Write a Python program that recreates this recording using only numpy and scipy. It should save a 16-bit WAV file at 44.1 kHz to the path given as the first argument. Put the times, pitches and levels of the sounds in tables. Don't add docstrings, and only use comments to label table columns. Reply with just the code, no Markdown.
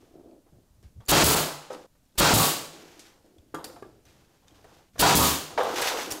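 import sys
import numpy as np
from scipy import signal
from scipy.fft import rfft, irfft
from scipy.io import wavfile
from scipy.ndimage import uniform_filter1d, minimum_filter1d

SR = 44100
rng = np.random.default_rng(int(sys.argv[2]) if len(sys.argv) > 2 else 0)


def materialize(psi):
    bounded = np.clip(np.atleast_2d(psi).T, -1, 1)
    quanta = np.round(bounded * 32767).astype(np.int16)
    wavfile.write(sys.argv[1], SR, quanta)


def voltage_ratio(decibels):
    exponent = np.asarray(decibels, float) / 20
    return 10 ** exponent


N = 273420


def rms_one(x):
    return x / np.sqrt(np.mean(x ** 2) + 1e-20)


def filtered(x, order, hz, kind="low"):
    return signal.sosfilt(signal.butter(order, hz, kind, fs=SR, output="sos"), x)


def dull(x):
    return filtered(x, 2, 1500)


def at_hz(points, hz):
    point_hz, values = np.array(points).T
    return np.interp(np.log(hz), np.log(point_hz), values)


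def coloured(x, spectrum):
    hz = np.arange(len(x) // 2 + 1) * SR / len(x) + 1
    return rms_one(irfft(rfft(x) * voltage_ratio(at_hz(spectrum, hz)), len(x)))


def add(track, start_s, sound):
    i = round(start_s * SR)
    track[i:i + len(sound)] += sound[:N - i]


def slow_chance(width_hz, shape):
    r = np.exp(-2 * np.pi * width_hz / SR)
    return signal.lfilter([1], [1, -2 * r, r * r], rng.standard_normal(shape))


def ring(hz, t60, size=4096):
    t = np.arange(size) / SR
    return np.sin(2 * np.pi * hz * t) * voltage_ratio(-60 * t / t60)


WAVER = 0.5
CONTACT_S = 0.00088


def rough_ring(hz, t60, size, width_hz):
    t = np.arange(size) / SR
    along, across = WAVER * rms_one(slow_chance(width_hz, (2, size + 2000))[:, 2000:])
    phase = 2 * np.pi * hz * t
    wave = (1 + along) * np.sin(phase) + across * np.cos(phase)
    return wave * voltage_ratio(-60 * t / t60) * (1 - np.exp(-t / CONTACT_S))


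def crack(length_s, centre_hz):
    t = np.arange(4096) / SR
    envelope = np.exp(-t / 0.00035) + voltage_ratio(-2) * np.exp(-t / length_s)
    band_hz = [.5 * centre_hz, min(2 * centre_hz, 17000)]
    return filtered(rng.standard_normal(4096) * envelope, 2, band_hz, "band")


# pitch_hz, level_db (per Hz)
FLOOR_COLOUR = [(12, 10), (20, 9), (88, 3), (293, 2), (357, -9.5), (590, -4.5), (642, -9), (1960, -18.5),
                (6360, -17.5), (14700, -20.5), (16000, -31)]


def quiet_room():
    return voltage_ratio(-66) * coloured(rng.standard_normal(N), FLOOR_COLOUR)


# pitch_hz, t60_s
ROOM_T60 = [(40, 0.15), (100, 0.8), (200, 0.45), (500, 0.66), (2000, 0.66), (6000, 0.63), (14000, 0.4)]
# pitch_hz, level_db, t60_s
ROOM_MODES = [(110, -27.5, 0.18), (158, -31.5, 0.93), (296, -24, .6)]


def reflections():
    size = SR
    t, tail = np.arange(size) / SR, np.zeros(size)
    edges_hz = 28 * 2 ** np.arange(0, 9.6, .5)
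    white = rng.standard_normal((2, size))
    for k, (low, high) in enumerate(zip(edges_hz, edges_hz[1:])):
        t60 = at_hz(ROOM_T60, np.sqrt(low * high))
        tail += filtered(white[k % 2], 2, [low, high], "band") * voltage_ratio(-60 * t / t60) / np.sqrt(t60)
    for hz, level_db, t60 in ROOM_MODES:
        tail += voltage_ratio(level_db) * ring(hz, t60, size)
    slaps = (rng.random(size) < 500 / SR) * rng.standard_normal(size) * np.exp(-t / 0.052)
    tail = tail * (1 - np.exp(-t / 0.0025)) + voltage_ratio(21) * dull(slaps)
    return tail / np.sqrt(np.sum(tail ** 2))


SCENE_STARTS_S = [0, 1.864, 4.93, 7]


def scene_change_after(s):
    return min(change for change in SCENE_STARTS_S if change > s)


def room(x):
    t, out = np.arange(N) / SR, np.zeros(N)
    for start, end in zip(SCENE_STARTS_S, SCENE_STARTS_S[1:]):
        part = (t >= start) & (t < end)
        out += signal.fftconvolve(x * part, reflections())[:N] * part
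    return out


def gestures(rows):
    out, touch_s = np.zeros(N), 0.005
    for s, length, start_db, change_db in rows:
        fade = 0.01 + 0.72 * length
        t = np.arange(round((length + fade) * SR)) / SR
        edges = np.clip(np.minimum(t / touch_s, (length + fade - t) / fade), 0, 1) ** 2
        add(out, s, voltage_ratio(start_db + change_db * t / length) * edges * (s + t < scene_change_after(s)))
    return out


def grains(per_s, spread_db):
    sizes = voltage_ratio(spread_db * np.minimum(rng.exponential(1, N), 5)) * rng.choice([-1, 1], N)
    return sizes * (rng.random(N) < per_s / SR)


# start_s, length_s, level_db, change_db (to the end)
THUDS = [(0.0, .05, -63, -8), (.13, 0.14, -69, 0), (.52, 0.13, -56, -14), (.74, 0.13, -70.5, 10),
         (.96, 0.067, -51, -6), (2.14, .04, -66, -3), (3.52, 0.32, -60.5, -6.5), (3.82, 0.15, -54, -16.5),
         (4.05, .2, -65, -5.5), (4.45, 0.24, -68, 2), (4.93, 0.072, -59.5, 9), (5.5, .2, -55, -3.5),
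         (6.09, 0.068, -54, -6.5)]


def thuds():
    lumps = filtered(rng.standard_normal(N), 2, [45, 150], "band")
    return (gestures(THUDS) + voltage_ratio(-72.5)) * rms_one(lumps)


# start_s, level_db (peak), pitch_hz, length_s
BUMPS = [
    (0.7, -53, 59.7, 0.028),
    (0.737, -54, 65, 0.024),
    (.778, -52, 110, 0.027),
    (.84, -42, 69, 0.043),
    (0.952, -39.5, 94, 0.071),
    (3.375, -50, 78, 0.042),
    (6.112, -42, 70, 0.022),
]


def bumps():
    out = np.zeros(N)
    for s, peak_db, hz, length in BUMPS:
        t = np.arange(round(length * SR)) / SR
        wobble = 1 + 0.29 * np.sin(2 * np.pi * t / length + 6 * rng.random())
        swell = np.sin(np.pi * t / length) ** 0.91
        add(out, s, voltage_ratio(peak_db) * swell * np.sin(2 * np.pi * hz * np.cumsum(wobble) / SR))
    return out


# start_s, length_s, level_db, change_db (to the end)
RUSTLES = [(0.0, 0.27, -68, -13), (.55, 0.25, -87, -1.5), (.83, 0.071, -64.5, -13), (1.0, 0.052, -67, -13),
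           (1.055, 0.034, -64, -12), (1.62, 0.052, -65, -10), (1.7, 0.14, -53.5, -9.5),
           (1.9, .25, -84, 0.5), (2.155, .025, -71, 1), (2.73, 0.32, -54, -6), (3.04, 0.14, -66.5, -9),
           (3.22, 0.3, -73.5, -5), (3.543, 0.051, -48.5, -19), (3.641, 0.12, -44.5, -48),
           (3.82, 0.29, -74, -5), (4.05, 0.055, -63, -0.5), (4.12, 0.32, -68, -4), (4.47, 0.069, -72.5, 0),
           (4.54, 0.23, -68.5, 7), (4.93, 0.065, -69.5, 13), (5.5, 0.053, -47.5, -16),
           (5.578, 0.18, -41.5, 0.5), (5.755, 0.047, -38, 6), (5.815, 0.054, -28.5, -1),
           (5.87, 0.21, -30, -10), (6.1, 0.08, -41.5, -8)]
# pitch_hz, level_db (per Hz)
CLOTH_COLOUR = [(880, -13), (1500, -1), (2460, -3.5), (2640, -3), (4290, -5.5), (6240, -6.5), (9190, -15.5),
                (13400, -15.5), (16000, -25.5)]


def rustles():
    crumple = rms_one(voltage_ratio(1.2 * rms_one(slow_chance(30, N))))
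    return gestures(RUSTLES) * coloured(grains(16000, spread_db=2.5), CLOTH_COLOUR) * crumple


# start_s, length_s, level_db, change_db (to the end)
SLIDES = [(0.0, 0.12, -57.5, -2.5), (.135, .2, -52, 0.5), (.46, 0.038, -53.5, -17), (.52, 0.13, -56, -16),
          (1.06, .03, -62, -1), (1.62, 0.046, -58, -10), (1.7, 0.15, -47.5, -8.5), (2.155, .03, -76, 0),
          (2.73, 0.37, -50.5, -11), (3.24, 0.092, -57, -5.5), (3.36, .14, -59, -7),
          (3.54, 0.22, -50.5, -4.5), (3.82, 0.22, -49.5, -20.5), (4.05, 0.31, -65.5, -5),
          (4.51, 0.29, -64, -1), (5.5, 0.056, -47, -3), (5.565, 0.26, -39.5, -2.5), (5.93, 0.26, -40, -5)]
# pitch_hz, level_db (per Hz)
SLIDE_COLOUR = [(88, -53.5), (150, -43), (166, -16.5), (247, -13), (304, -10.5), (387, -10.5), (716, -14),
                (756, -21.5), (1300, -57.5), (1690, -81), (2860, -120)]


def slides():
    slips = coloured(grains(700, spread_db=2.5), SLIDE_COLOUR)
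    panel_hz, panel_width_hz = 315, 88
    hum = signal.lfilter(*signal.iirpeak(panel_hz, panel_hz / panel_width_hz, fs=SR), slips)
    return gestures(SLIDES) * rms_one(slips + voltage_ratio(0.5) * rms_one(hum))


# start_s, length_s, level_db, change_db (to the end)
SCRAPES = [(0.0, 0.33, -68.5, -2.5), (.47, 0.028, -66, -7.5), (.53, 0.22, -76, -6), (.83, 0.062, -75, -5),
           (1.0, 0.061, -56, -16), (1.62, .08, -72.5, -2.5), (1.7, 0.15, -40, -19.5),
           (2.73, 0.45, -56.5, -11), (3.38, 0.051, -71.5, -14), (3.58, .15, -44.5, -11),
           (3.758, 0.048, -50, -8), (3.84, 0.12, -56.5, -18), (4.05, 0.29, -68, -3), (4.42, 0.17, -70.5, 7),
           (4.64, 0.18, -58, -6.5), (5.5, .07, -43.5, -12), (5.578, 0.038, -23.5, -8),
           (5.6, 0.15, -28, -3.5), (5.78, 0.26, -30, -6.5), (6.1, 0.12, -41, -11)]
# pitch_hz, level_db (per Hz)
SCRAPE_COLOUR = [(210, -66), (350, 3.5), (493, 16), (611, 8.5), (793, 14.5), (868, 12), (1310, 6.5),
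                 (1580, 1.5), (2460, -15.5), (3000, -8), (3900, -8.5), (6600, -120)]


def scrapes():
    return gestures(SCRAPES) * coloured(grains(1500, spread_db=1.5), SCRAPE_COLOUR)


# start_s, level_db (peak), pitch_hz, ring_db (re
# snap), rattle_s
TICKS = [(0.3114, -50, 2500, -11, 0.0036), (0.8279, -49, 5000, -14, 0.0071),
         (1.0534, -46, 7490, -16, 0.0033), (1.73, -34.5, 5100, -8, 0.01), (1.746, -28, 2940, -14, 0.0044),
         (2.0536, -58.5, 5510, -5.5, 0.0029), (2.064, -57, 3330, -10, 0.0037),
         (2.0726, -65, 8470, -12, 0.0043), (2.0928, -64.5, 3250, -5.5, 0.0034),
         (2.1236, -58.5, 3760, 0.5, 0.0033), (3.0693, -43.5, 5200, -14, 0.0032),
         (3.383, -45, 3410, -8, 0.0057), (4.0528, -47, 6060, 0, 0.0037), (4.482, -39.5, 3610, -12, 0.005),
         (4.5082, -46.5, 3200, -7.5, 0.0034), (4.868, -52, 3250, -24, 0.0051),
         (4.8861, -54, 3010, -5.5, 0.0046), (5.631, -30, 3520, -0.5, 0.0026),
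         (5.7614, -19, 3480, -5, 0.0036), (5.814, -17, 6540, -13, 0.0087), (5.8756, -28, 3456, -2, 0.0036),
         (6.0302, -22.5, 5890, -3, 0.0047), (5.633, -31, 8900, -4, .003), (5.819, -21, 8500, -3, .004),
         (6.022, -34, 9000, -15, .003), (6.035, -33, 10000, -15, .002), (4.644, -47, 2000, -15, .004),
         (6.1205, -10.5, 3000, -32, .0008),
         (1.006, -54, 3300, 4, .004), (1.061, -50, 7100, 7.5, .003), (1.074, -40, 4500, -5.5, .004),
           (2.994, -30, 4240, -25, 0.017), (4.984, -28, 5970, -8, .004), (6.096, -33, 12000, -21.5, .002),
           (6.107, -23, 9000, -21, 0.0099), (6.112, -17.5, 5610, -2, 0.005),
           (6.121, -19.5, 7105, 1.5, 0.0033), (3.825, -46, 5000, -18, 0.0037), (3.76, -50, 4020, -13, .006)]


def ticks():
    snaps, pings = np.zeros((2, N))
    for s, peak_db, hz, ring_db, rattle_s in TICKS:
        add(snaps, s, voltage_ratio(peak_db - 9) * crack(rattle_s, hz))
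        add(pings, s, voltage_ratio(peak_db + ring_db - 6) * rough_ring(hz, .035, 4096, width_hz=150))
    return snaps, pings


# start_s, level_db (peak), tick_db (bright part re peak),
# pitch_hz (wood)
KNOCKS = [(0.465, -49, -24, 670), (0.531, -52, -34, 392), (0.828, -40, -14, 250), (1.002, -38, -36.5, 515),
          (1.702, -26, -52.5, 547), (1.952, -46.5, -12.5, 555), (2.154, -37.5, -3, 361),
          (3.261, -40, -7, 296), (3.541, -13, -30, 329), (3.546, -18.5, -3, 424), (3.643, -27.5, 14, 497),
          (3.697, -30, -39.5, 519), (3.761, -31.5, -31, 480), (3.824, -26, -20, 421),
          (4.643, -30.5, -10, 433), (5.576, -4, -33, 658), (6.121, -21, 13, 1043),
          (1.073, -39, -24, 512),
    (4.957, -29, -22, 474),
    (4.98, -18.5, -17.5, 467),
]
# pitch_ratio (re knock pitch), level_db, t60_s
WOOD_MODES = [(.62, -16, 0.053), (1.0, 5.5, 0.059), (1.449, 4, .04), (2.1, -11.5, 0.039),
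              (2.698, -2.5, 0.033), (3.5, -9, .03), (4.498, -12, .025)]
# pitch_hz, level_db
METAL_MODES = [(4500, 0), (4850, -3), (6900, -6.5), (10500, -5)]


def knocks():
    out, t = np.zeros(N), np.arange(4096) / SR
    thud_envelope = np.exp(-t / 0.01) * (1 - np.exp(-t / CONTACT_S))
    gripped_t60_s = .012
    for s, peak_db, bright_db, pitch in KNOCKS:
        chance = rng.standard_normal(32)
        thud = rms_one(filtered(rng.standard_normal(4096), 2, [.7 * pitch, 3.5 * pitch], "band"))
        wood = voltage_ratio(2.5) * thud * thud_envelope
        for (ratio, db, t60), c in zip(WOOD_MODES, chance):
            wood += voltage_ratio(db + 1.1 * c) * rough_ring(pitch * ratio, t60, 4096, width_hz=40)
        metal = sum(voltage_ratio(db + 2 * c) * ring(hz, gripped_t60_s) for (hz, db), c in zip(METAL_MODES, chance[8:]))
        bright = voltage_ratio(5.5) * crack(0.0077, 6800) + voltage_ratio(-12.5) * metal
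        add(out, s, voltage_ratio(peak_db - 23) * (wood + voltage_ratio(bright_db) * bright))
    return filtered(out, 2, 180, "high")


# valve_s, drive_s (piston), exhaust_s, return_s (piston), exhaust_db (re usual)
SHOTS = [
    (1.086, 1.119, 1.236, 1.35, 0.5),
    (2.18, 2.206, 2.335, 2.365, 0),
    (4.993, 5.023, 5.15, 5.19, 0.1),
]
# start_s, pitch_hz, level_db (before
# the limiter), t60_s
STRUCK_RINGS = [(1.119, 286, -17.5, 0.65), (1.119, 305.8, -15.5, 0.39), (1.119, 346, -17, 0.32),
                (2.208, 360, -21.5, 0.18), (2.208, 562, -16, 0.26), (5.022, 692, -11, 0.25),
                (5.022, 778, -10, 0.41), (5.022, 845, -12.5, 0.4), (1.701, 502, -37, 0.46),
                (3.541, 1185, -34, 0.19), (5.577, 668, -26.5, 0.38), (3.543, 1030, -38, .25),
                (3.544, 1507, -40.5, 0.13), (3.544, 713, -32.5, 0.071), (3.645, 4760, -46, 0.12),
                (3.645, 4420, -47, .12), (3.645, 10500, -40, .03), (5.023, 1467, -8, 0.14),
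                (5.022, 1620, -22, .12), (1.704, 1283, -49.5, 0.31),
                (1.119, 156.1, -22, .65), (2.336, 158, -25.5, .8), (5.022, 156, -30, .7),
              (1.24, 75, -13, 0.16), (1.236, 114, -20, .15), (2.336, 113.7, -14.5, 0.2),
              (2.336, 220, -15.5, 0.13), (2.34, 356, -16, 0.13), (5.152, 75.8, -23.5, 0.53),
              (5.155, 123.5, -15.5, 0.19), (5.15, 251, -17, 0.36), (2.208, 830, -13.5, 0.23),
              (2.208, 1407, -14, 0.23), (2.208, 1235, -20, 0.25), (2.208, 499, -13.5, 0.28),
              (2.25, 1530, -17, 0.19), (2.374, 1128, -26, 0.55), (2.374, 1238, -23, 0.33),
              (2.374, 770, -23.5, 0.33), (2.374, 294, -34, 0.4), (5.022, 969, -10, 0.48),
              (5.19, 975, -20.5, 0.35), (5.19, 1233, -24.5, 0.4), (5.19, 557, -20, .2),
              (5.19, 1117, -23, .45), (1.119, 568, -13.5, .22), (1.119, 826, -16, .25),
              (1.119, 1032, -17, 0.2), (1.274, 936, -25, 0.29), (1.274, 1332, -27.5, 0.48),
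              (1.274, 442, -27.5, .35), (3.761, 708, -48, .12), (3.826, 1177, -45, .1),
              (3.826, 1640, -49, 0.076), (3.545, 158, -43, 0.26), (3.546, 3280, -46, 0.094),
              (3.546, 6900, -53, 0.17), (5.58, 1002, -28.5, .15), (5.6, 498, -28, 0.42),
              (5.855, 778, -31, .25), (3.824, 480, -33, .025), (3.83, 340, -47.5, .25),
              (3.644, 497, -41, .05), (3.697, 519, -42, .06), (1.702, 581, -42, 0.38),
              (1.702, 400, -41, .2), (1.702, 810, -46, .15), (3.544, 1360, -37, .12),
              (3.543, 1660, -43, 0.11), (5.95, 450, -36.5, 0.32), (2.336, 620, -18, .15),
              (2.336, 900, -20, .15)]
# pitch_hz, level_db (before the limiter), t60_s
HOUSING_MODES = [(2685, -19.5, .3), (3250, -17.5, .35), (3850, -19, .3), (4240, -19, .3), (4700, -17.5, .3),
                 (5620, -21, .25)]


def board():
    out = np.zeros(N)
    housing = [(drive, *mode) for _, drive, *_ in SHOTS for mode in HOUSING_MODES]
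    for s, hz, level_db, t60 in STRUCK_RINGS + housing:
        left = round((scene_change_after(s) - s) * SR)
        add(out, s, voltage_ratio(level_db) * rough_ring(hz, t60, 3 * SR // 4, width_hz=5 + 0.022 * hz)[:left])
    return out


# pitch_hz, level_db, t60_s
WALL_MODES = [(31.8, -4.5, 0.16), (58.76, 7.5, 0.19), (110, 4.5, 0.34), (282, -12, 0.11), (709, -4.5, 0.47),
              (821, -4, 0.37), (957, -12.5, 0.24), (1540, -7.5, 0.2)]


def wall_boom(blows):
    modes = sum(voltage_ratio(db) * ring(hz, t60, SR // 4) for hz, db, t60 in WALL_MODES)
    return signal.fftconvolve(blows, modes)[:N]


# pitch_hz, level_db (per Hz)
JET_COLOUR = [(150, -33), (250, 1.5), (2130, -8.5), (2960, -3), (4570, -3), (5830, -7), (6820, -4),
              (9660, -5.5), (13700, -6), (16000, -6.5)]


def air():
    t = np.arange(N) / SR
    flow, burst, top_db = np.zeros((3, N))
    opening_s, leak_after_s = 0.0089, 0.04
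    for valve, drive, exhaust, _, extra_db in SHOTS:
        fill_db = np.interp(t, [valve, drive, drive + leak_after_s, exhaust], [-21.5, -15.5, -20, -34.5])
        flow += voltage_ratio(fill_db) * np.clip((t - valve) / opening_s + .5, 0, 1) * (t < exhaust)
        since = np.maximum(t - exhaust, 0)
        blow_db = -23.5 - 1.3 * extra_db
        emptying_db = 750 * np.maximum(since - 0.11, 0) ** 2
        flow += voltage_ratio(blow_db - emptying_db) * np.clip(since / opening_s, 0, 1)
        top_db[t > valve] = -120 * since[t > valve] ** 2
        burst += voltage_ratio(-9 + extra_db) * np.exp(-since / 0.03) * np.clip(since / 0.0027, 0, 1)
    jet = coloured(rng.standard_normal(N), JET_COLOUR)
    low = filtered(jet, 1, 7000)
    return flow * (low + voltage_ratio(top_db) * (jet - low)) + burst * filtered(jet, 1, 2500, "high")


# pitch_hz, level_db (per Hz)
BANG_COLOUR = [(15, -26), (25, -7), (123, -7.5), (149, 3.5), (180, 1.5), (270, 1), (309, 0.5), (754, 2),
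               (887, 2.5), (962, 2.5), (1480, -0.5), (1840, -4.5), (7110, -8), (14400, -21), (16000, -118)]
# level_db (before the limiter), dull_hz (dull above), direct_db (re room)
POP_KINDS = [
    (-9, 65, -22),
    (25.5, 10000, -4.5),
    (10.5, 350, 2),
    (7.5, 1600, 4.5),
]


def piston():
    size = 8192
    hz = np.arange(size // 2 + 1) * SR / size + 1
    cepstrum = irfft(np.log(voltage_ratio(at_hz(BANG_COLOUR, hz))))
    cepstrum[1:size // 2] *= 2
    cepstrum[size // 2 + 1:] = 0
    pulse = irfft(np.exp(rfft(cepstrum)))
    blows, direct = np.zeros((2, N))
    for shot in SHOTS:
        for s, (level_db, dull_hz, direct_db) in zip(shot, POP_KINDS):
            pop = filtered(pulse, 2, dull_hz)
            pop = voltage_ratio(level_db) * pop / np.sqrt(np.sum(pop ** 2))
            add(blows, s, pop)
            add(direct, s, -voltage_ratio(direct_db) * dull(pop))
    return blows, direct


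def scene():
    hiss = air()
    blows, direct = piston()
    snaps, pings = ticks()
    taps = knocks() + snaps
    handling = thuds() + slides() + scrapes() + rustles()
    rings = voltage_ratio(-49) * wall_boom(blows) + board()
    close = hiss + direct + rings + taps + pings + bumps() + handling
    wet = room(voltage_ratio(-6) * hiss + blows + voltage_ratio(-5.5) * taps)
    return np.tile(close + wet + quiet_room(), (2, 1))


def roll_off(x):
    return signal.sosfilt(signal.butter(12, 16790, fs=SR, output="sos"), x)


def record(dry):
    limit_db, look_ahead_s, release_db_per_s = -9.5, 0.0015, 700
    ahead = max(round(look_ahead_s * SR), 1)
    fall_db = release_db_per_s * np.arange(N) / SR
    over_db = np.maximum(20 * np.log10(np.abs(dry[0]) + 1e-9) - limit_db, 0)
    held_db = np.maximum.accumulate(over_db + fall_db) - fall_db
    early_db = -minimum_filter1d(-held_db, 2 * ahead + 1)
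    limited = dry * voltage_ratio(-.92 * uniform_filter1d(early_db, ahead))
    treble_limit = signal.ellip(10, .5, 60, 15750, fs=SR, output="sos")
    return roll_off(signal.sosfilt(treble_limit, limited))


dry = scene()
out = record(dry)
materialize(out)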